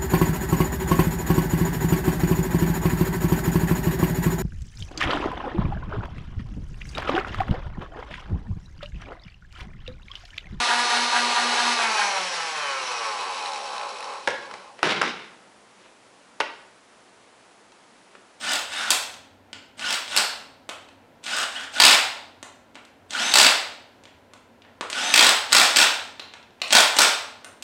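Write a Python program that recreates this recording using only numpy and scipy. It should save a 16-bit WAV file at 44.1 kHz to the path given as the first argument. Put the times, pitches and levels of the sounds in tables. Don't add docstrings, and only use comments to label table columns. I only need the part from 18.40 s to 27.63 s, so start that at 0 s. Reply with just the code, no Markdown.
import sys
import numpy as np
from scipy import signal
from scipy.fft import rfft, irfft, next_fast_len
from scipy.io import wavfile

SR = 44100
rng = np.random.default_rng(int(sys.argv[2]) if len(sys.argv) > 2 else 0)


def to_linear_factor(level_db):
    exponent = np.asarray(level_db, float) / 20
    return 10 ** exponent


def materialize(psi):
    bounded = np.clip(np.atleast_2d(psi).T, -1, 1)
    quanta = np.round(bounded * 32767).astype(np.int16)
    wavfile.write(sys.argv[1], SR, quanta)


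N = 407043

# f/Hz, level/dB per Hz
AIR = [(15, -56.5), (25, -25), (76, -16), (146, -15.5), (225, -10.5), (495, -10), (552, -8.5), (1000, -12),
       (1210, -22), (1320, -15), (2260, -21.5), (6010, -34.5), (15100, -44), (16400, -52)]
# f/Hz, width/Hz, level/dB rms
FAN_TONES = [(93, 15, -66), (234.3, 15, -65.5), (272.3, 12, -64), (530, 18, -71.5)]
AIR_DB = -56

# f/Hz, t60/s
ROOM_T60 = [(200, 0.21), (530, 0.72), (1390, 0.59), (3680, 0.57), (9700, 0.43)]
# f/Hz, level/dB
ROOM_TONE = [(150, -7), (500, 3), (1500, 5), (4000, 0), (9000, 1), (15000, 1)]
# delay/s, level/dB
BENCH_ECHOES = [(.0034, -5), (.0062, -16)]
PATH_SHIFT_HZ = 90

# t/s, peak/dB, dull part/dB, bright part/dB
TOUCHES = [(0.7407, -33.5, -18, -1.5), (1.1306, -24.5, -11, -10), (1.3945, -24, -9, -8),
           (1.6792, -24, -14, -16), (2.2915, -30, 7.5, 4.5), (2.2954, -21.5, -20, -36), (2.488, -42, 0, -6),
           (4.0285, -30.5, 1.5, 2.5), (4.347, -45, -9.5, -3.5), (4.355, -33, -0.5, -8),
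           (4.3653, -43, 7, -19), (4.451, -40, -14.5, -5.5), (5.6374, -40.5, -14, -3.5),
           (5.6546, -35.5, -5, -17), (5.9356, -39, 0.5, 0), (6.2205, -40.5, -9, -19),
           (6.2495, -46.5, 5.5, -25), (6.4101, -21, 3.5, -5.5), (7.796, -25.5, -4, -14),
           (7.9378, -31, -2.5, -9), (8.0283, -40, -10.5, -37.5), (8.107, -48.5, -19, -20),
           (8.2022, -44, -2, -17), (8.2167, -21, -2.5, -5), (8.2183, -13.5, -26, -32), (8.567, -14, -5, 1),
           (9.046, -32.5, 1.5, 3), (9.2244, -25, -14.5, 0.5)]
# t/s, f/Hz, level/dB, t60/s
RINGS = [(1.131, 1523, -43, .05), (1.131, 3747, -44, .03), (1.131, 5050, -40, .02),
         (2.296, 3150, -31, .012), (4.029, 1378, -48, .03), (4.029, 6420, -52, .03), (4.029, 7106, -53, .2),
         (4.029, 7190, -57, .1), (4.45, 11200, -62, .02), (7.799, 4000, -20, .006),
         (8.219, 3200, -15, .0035), (8.219, 4200, -13, .004), (9.045, 7187, -51, .06),
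         (9.045, 8118, -51, .06), (9.045, 8930, -46, .15), (9.045, 9060, -48, .08),
         (9.045, 12790, -54, .02), (9.225, 5100, -32, .01), (9.225, 13000, -40, .01)]
# t/s, tick/dB, gap/s, snap/dB
SWITCH = [
    (2.84, -29.5, 0.025, -19.5),
    (4.7074, -24.5, 0.026, -19.5),
    (6.5009, -21, .0288, -14.5),
    (8.2802, -30, .0266, -14),
]
# dull part/dB, bright part/dB
TICK_TONE_DB = (-18, -0.5)
# dull part/dB, bright part/dB
SNAP_TONE_DB = (-13, -10)

# t/s, length/s, level/dB
WHISTLES = [(0, 0.07, -46.5), (0.273, 0.2, -49.5), (1.37, 0.056, -54), (1.67, .07, -49),
            (2.836, .05, -49.5), (3.098, .08, -55), (3.318, .08, -55.5), (4.687, .02, -63),
            (6.503, 0.043, -49.5), (7.094, 0.035, -53), (7.302, .04, -42), (8.273, 0.054, -49),
            (8.547, 0.066, -42)]
WHISTLE_FROM_HZ, WHISTLE_TO_HZ, WHISTLE_CLIMB_S = 8020, 9450, .06

# start t/s, bolt bites t/s, release t/s, top gear mesh f/Hz
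PULLS = [(-.019, .119, .15, 5300), (.277, .40, .52, 3750), (1.365, 1.503, 1.54, 5650),
         (1.67, 1.74, 1.81, 4000), (2.824, 2.945, 3.03, 5350), (3.1, 3.17, 3.24, 3600),
         (3.312, 3.397, 3.55, 5600), (4.69, 4.939, 5.08, 6270), (6.49, 6.741, 6.91, 6220),
         (7.08, 7.128, 7.24, 4000), (7.32, 7.365, 7.44, 4000), (8.285, 8.33, 8.42, 4000),
         (8.54, 8.594, 8.66, 4000)]
PULL_DB = [-23.5, -27.5, -25, -25, -24, -33, -21, -22.5, -23, -20, -22.5, -18.5, -21.5]
SPIN_UP_S_PER_HZ, SPIN_UP_BEND = 1.27e-5, 2.0
SAG_PER_S, LOAD_DB_PER_S = 4.5, 30.5
WHIR_LAW, BRAKE_DB_PER_S = 0.66, 599

GROAN_HZ, GROAN_WIDTH_HZ, GROAN_DB = 1480, 320, -4
GROAN_FROM_HZ, GROAN_UNTIL_HZ, GROAN_SPAN_HZ = 2000, 5150, 250

# multiple of mesh f, level/dB
MESH_ORDERS = [(1, -1.5), (.6, -3.5), (1.3, -12)]
TONE_DB, TONE_LAW, TONE_LOSS_DB_PER_S = -36, 1.5, 250
WOBBLE, STEADY_HZ = .045, 6400

# f/Hz, level/dB per Hz
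WHIR = [(71, -57), (120, -27), (213, -3), (402, -19.5), (535, -12), (1190, -7), (1370, -4.5), (2200, -5.5),
        (2810, -3.5), (7980, -5.5), (16000, -37.5)]
# f/Hz, width/Hz, level/dB
HOUSING = [(750, 169, 6), (1703, 69, -9), (2940, 2100, -7.5), (3590, 360, 0), (5085, 440, -8),
           (8380, 800, -12.5)]
HISS_DB = -4.5
RATTLE_DB, RATTLE_S, RATTLE_HISS_DB = -27.5, 0.047, -3

# first t/s, last t/s, blows, peak/dB, slowing at the end
BURSTS = [(0.504, 0.515, 2, 1, 0), (1.505, 1.554, 4, -12.5, -0.26), (1.763, 1.783, 3, -1.5, 0.1),
          (2.966, 3.014, 4, -19.5, 0), (3.4, 3.527, 9, 3, .2), (4.938, 5.065, 9, 2, .55),
          (6.739, 6.891, 9, 0.5, .75), (7.128, 7.25, 8, 0.04, 0.3), (7.368, 7.425, 5, 0.74, -.1),
          (8.33, 8.403, 5, 2, .2), (8.589, 8.646, 5, -0.7, .4)]
# t/s, peak/dB
GLANCES = [
    (0.118, -14),
    (.133, -12),
    (.155, -14),
    (.191, -23.5),
    (7.122, -6.5),
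    (7.36, -2),
    (8.325, 0.5),
    (8.586, 0),
]
FIRST_GAP_EXTRA, CATCH_UP_BLOWS = .4, 1.3
TIRE_DB, BRIGHT_DB, DULLING_DB = 4.5, -14, 3
LIGHT_IS_BRIGHT = .35
BLOW_SCATTER_DB, BRIGHT_SCATTER_DB, MODE_SCATTER_DB = 1.0, 1.8, 1.5
# f/Hz, level/dB, t60/s
ANVIL = [(201, -19.5, 0.024), (487, -29.5, .01), (835, -19, .008), (1037, -16.5, 0.018), (1410, -18, 0.039),
         (1886, -8, 0.0089), (2375, -9, 0.017), (2623, -3.5, 0.011), (3386, 1, 0.0064), (3930, 3, 0.005),
         (4630, 5, 0.0043), (5320, 2.5, 0.0035), (6500, 0.5, 0.0028), (7240, 3, 0.0023), (7930, 3, 0.0041),
         (9100, -20.5, 0.0066), (11800, -29.5, 0.001), (12100, -18.5, 0.0038), (14920, -23.5, .002)]


def rms_one(x):
    return x / np.sqrt(np.mean(x ** 2) + 1e-20)


def at_hz(points, hz):
    table = np.array(points)
    return np.interp(np.log(np.maximum(hz, 1)), np.log(table[:, 0]), table[:, 1])


def colour(x, spectrum):
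    size = next_fast_len(len(x))
    gain = to_linear_factor(at_hz(spectrum, np.fft.rfftfreq(size, 1 / SR)))
    return rms_one(irfft(rfft(x, size) * gain, size)[:len(x)])


def resonate(x, hz, width_hz):
    r = np.exp(-np.pi * width_hz / SR)
    zeros = np.array([1, 0, -1]) * (1 - r * r) / 2
    return signal.lfilter(zeros, [1, -2 * r * np.cos(2 * np.pi * hz / SR), r * r], x)


def ring(clicks, hz, t60):
    r, w = to_linear_factor(-60 / (t60 * SR)), 2 * np.pi * hz / SR
    return signal.lfilter([0, np.sin(w)], [1, -2 * r * np.cos(w), r * r], clicks + 1e-18)


def smear(clicks, decay_s):
    return signal.lfilter([1], [1, -np.exp(-1 / (decay_s * SR))], clicks + 1e-18)


def butter(x, order, edges_hz, kind):
    return signal.sosfilt(signal.butter(order, edges_hz, kind, fs=SR, output="sos"), x)


def wander(rate_hz):
    r = np.exp(-2 * np.pi * rate_hz / SR)
    return rms_one(signal.lfilter([1], [1, -2 * r, r * r], rng.standard_normal(N)))


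def ventilation():
    out = to_linear_factor(AIR_DB + 0.55 * wander(1.5)) * colour(rng.standard_normal(N), AIR)
    for hz, width_hz, db in FAN_TONES:
        out += to_linear_factor(db) * rms_one(resonate(rng.standard_normal(N), hz, width_hz))
    return out


def room_response(wet_db, build_s):
    t, tail = np.arange(SR) / SR, 0
    white = rng.standard_normal((2, SR))
    edges_hz = 70 * 2 ** np.arange(0, 8.1, .5)
    for k, (low, high) in enumerate(zip(edges_hz, edges_hz[1:])):
        band = butter(white[k % 2], 2, [low, high], "band")
        hz = np.sqrt(low * high)
        tail = tail + band * to_linear_factor(at_hz(ROOM_TONE, hz) - t / at_hz(ROOM_T60, hz) * 60)
    tail *= 1 - np.exp(-(t / build_s) ** 2)
    tail *= 1 + 0.15 * np.exp(-t / 0.02)
    return to_linear_factor(wet_db) * tail / np.sqrt(np.sum(tail ** 2))


def workshop(x):
    out = x.copy()
    for delay_s, db in BENCH_ECHOES:
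        delay = round(delay_s * SR)
        out[delay:] += to_linear_factor(db) * x[:-delay]
    aims = np.array([wander(PATH_SHIFT_HZ) for _ in range(4)])
    for aim in aims / np.sqrt(np.sum(aims ** 2, axis=0)):
        out += signal.fftconvolve(x * aim, room_response(wet_db=-1.0, build_s=0.011))[:N]
    return out


def touches():
    out, t = np.zeros(N + SR), np.arange(SR // 3) / SR
    ticks = [(s, db, *TICK_TONE_DB) for s, db, _, _ in SWITCH]
    snaps = [(s + gap, db, *SNAP_TONE_DB) for s, _, gap, db in SWITCH]
    bands_hz = [2160, 4480], [194, 1680], [5750, 8930]
    for s, peak_db, dull_db, bright_db in [*TOUCHES, *ticks, *snaps]:
        scuff = to_linear_factor(-25) * rng.standard_normal(len(t)) * np.exp(-t / .005)
        scuff[0] = 1
        parts = [butter(scuff, 2, edges_hz, "band") for edges_hz in bands_hz]
        middle, dull, bright = [part / np.abs(part).max() for part in parts]
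        sound = middle - to_linear_factor(dull_db) * dull - to_linear_factor(bright_db) * bright
        i = round(s * SR)
        out[i:i + len(t)] += to_linear_factor(peak_db + 2.5) * sound
    for s, hz, db, t60 in RINGS:
        i = round(s * SR)
        out[i:i + len(t)] += to_linear_factor(db - t / t60 * 60) * np.sin(2 * np.pi * hz * t)
    return out[:N]


def whistle():
    out = np.zeros(N)
    for start_s, length_s, db in WHISTLES:
        travel = np.arange(round(length_s * SR)) / (length_s * SR)
        climb = 1 - np.exp(-travel * length_s / WHISTLE_CLIMB_S)
        hz = WHISTLE_FROM_HZ + (WHISTLE_TO_HZ - WHISTLE_FROM_HZ) * climb
        shape = np.minimum(1, 12 * travel) * np.minimum(1, 5 * (1 - travel))
        i = max(round(start_s * SR), 0)
        out[i:i + len(hz)] += to_linear_factor(db) * shape * np.sin(2 * np.pi * np.cumsum(hz) / SR)
    return out


def drive():
    t = np.arange(N) / SR
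    rows = np.column_stack([PULLS, PULL_DB])
    pull = np.maximum(np.searchsorted(rows[:, 0], t) - 1, 0)
    start_s, bite_s, release_s, top_hz, db = rows[pull].T
    spin_up_s = SPIN_UP_S_PER_HZ * top_hz
    share = 1 - np.exp(-(np.abs(t - start_s) / spin_up_s) ** SPIN_UP_BEND) + 1e-4
    loaded_s = np.maximum(t - bite_s, 0)
    braked_s = np.maximum(t - release_s, 0)
    whir_db = db + 20 * WHIR_LAW * np.log10(share) - BRAKE_DB_PER_S * braked_s - LOAD_DB_PER_S * loaded_s
    return top_hz * share * np.exp(-SAG_PER_S * loaded_s), whir_db, loaded_s


def groan(mesh_hz, whir_db):
    knocks = rng.standard_normal(N) * to_linear_factor(4.0 * wander(100))
    below = 1 / (1 + np.exp((mesh_hz - GROAN_UNTIL_HZ) / GROAN_SPAN_HZ))
    above = 1 / (1 + np.exp((GROAN_FROM_HZ - mesh_hz) / GROAN_SPAN_HZ))
    for _ in range(2):
        knocks = resonate(knocks, GROAN_HZ, GROAN_WIDTH_HZ)
    return below * above * to_linear_factor(whir_db + GROAN_DB - 7) * rms_one(knocks)


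def gears(mesh_hz, loaded_s):
    tone_db = TONE_DB + 20 * TONE_LAW * np.log10(mesh_hz / 6200) - TONE_LOSS_DB_PER_S * loaded_s
    uneven = 1 + WOBBLE * (1 - mesh_hz / STEADY_HZ) * wander(130)
    phase = 2 * np.pi * np.cumsum(mesh_hz * uneven) / SR
    tones = sum(to_linear_factor(db + 2.5 * wander(70)) * np.sin(order * phase) for order, db in MESH_ORDERS)
    tones = to_linear_factor(tone_db) * tones
    return to_linear_factor(3) * (tones + to_linear_factor(5.5) * resonate(tones, 2850, 450))


def motor(whir_db, blow_s, blow_db):
    jolts = np.zeros(N)
    jolts[(blow_s * SR).astype(int)] = to_linear_factor(blow_db + RATTLE_DB)
    shaken = smear(jolts, RATTLE_S)
    grit = rng.standard_normal(N) * to_linear_factor(3.33 * wander(280))
    whir = colour(grit, WHIR)
    dull = butter(whir, 2, 4200, "low")
    hiss = whir - dull
    bare = (to_linear_factor(whir_db) + shaken) * dull
    bare += (to_linear_factor(whir_db + HISS_DB) + to_linear_factor(RATTLE_HISS_DB) * shaken) * hiss
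    return bare + sum(to_linear_factor(db) * resonate(bare, hz, width_hz) for hz, width_hz, db in HOUSING)


def blows():
    s, db = map(list, zip(*GLANCES))
    late = [.5] * len(s)
    for first_s, last_s, count, peak_db, slowing in BURSTS:
        k = np.arange(round(count))
        place = k / k[-1]
        gaps = 1 + FIRST_GAP_EXTRA * np.exp(-k[:-1] / CATCH_UP_BLOWS) + slowing * place[1:] ** 3
        s += list(first_s + (last_s - first_s) * np.append(0, np.cumsum(gaps)) / gaps.sum())
        late += list(place)
        db += list(peak_db - TIRE_DB * place ** 2)
    s, db, late = np.array(s), np.array(db), np.array(late)
    luck = rng.standard_normal((2, len(s)))
    bright_db = BRIGHT_DB - DULLING_DB * late - LIGHT_IS_BRIGHT * db + BRIGHT_SCATTER_DB * luck[1]
    return s, db + BLOW_SCATTER_DB * luck[0], bright_db


def hammer(blow_s, peak_db, bright_db):
    at = np.round((blow_s + .0008) * SR).astype(int)
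    luck = rng.standard_normal((len(blow_s), len(ANVIL)))
    shake, out = rng.standard_normal((2, N)), np.zeros(N)
    for k, (hz, db, t60) in enumerate(ANVIL):
        top_db = (bright_db + 12.5) * (hz > 5900)
        clicks = np.zeros(N)
        clicks[at] = to_linear_factor(peak_db + db - 11.5 + top_db + MODE_SCATTER_DB * luck[:, k])
        clicks[at] *= np.sign(luck[:, k - 1] + 1.1)
        rattle = to_linear_factor(-17) * shake[k % 2] * smear(np.abs(clicks), .0022)
        out += ring(clicks * (-1) ** k + rattle, hz, t60)
    return butter(out, 2, 480, "high")


def scene():
    mesh_hz, whir_db, loaded_s = drive()
    blow_s, blow_db, bright_db = blows()
    tool = touches() + whistle() + groan(mesh_hz, whir_db) + gears(mesh_hz, loaded_s)
    tool += to_linear_factor(-7) * motor(whir_db, blow_s, blow_db)
    tool += hammer(blow_s, blow_db, bright_db)
    return (workshop(butter(tool, 3, 125, "high")) + ventilation())[None]


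def top_cut(x):
    return signal.sosfilt(signal.butter(12, 16570, fs=SR, output="sos"), x)


def record(dry):
    ceiling, cutoff_hz = 0.93, 16900
    loud = dry / (1 + np.abs(dry / ceiling) ** 6) ** (1 / 6)
    mix = signal.sosfilt(signal.cheby2(10, 50, cutoff_hz, fs=SR, output="sos"), loud)
    return top_cut(mix)


dry = scene()
out = record(dry)
materialize(out)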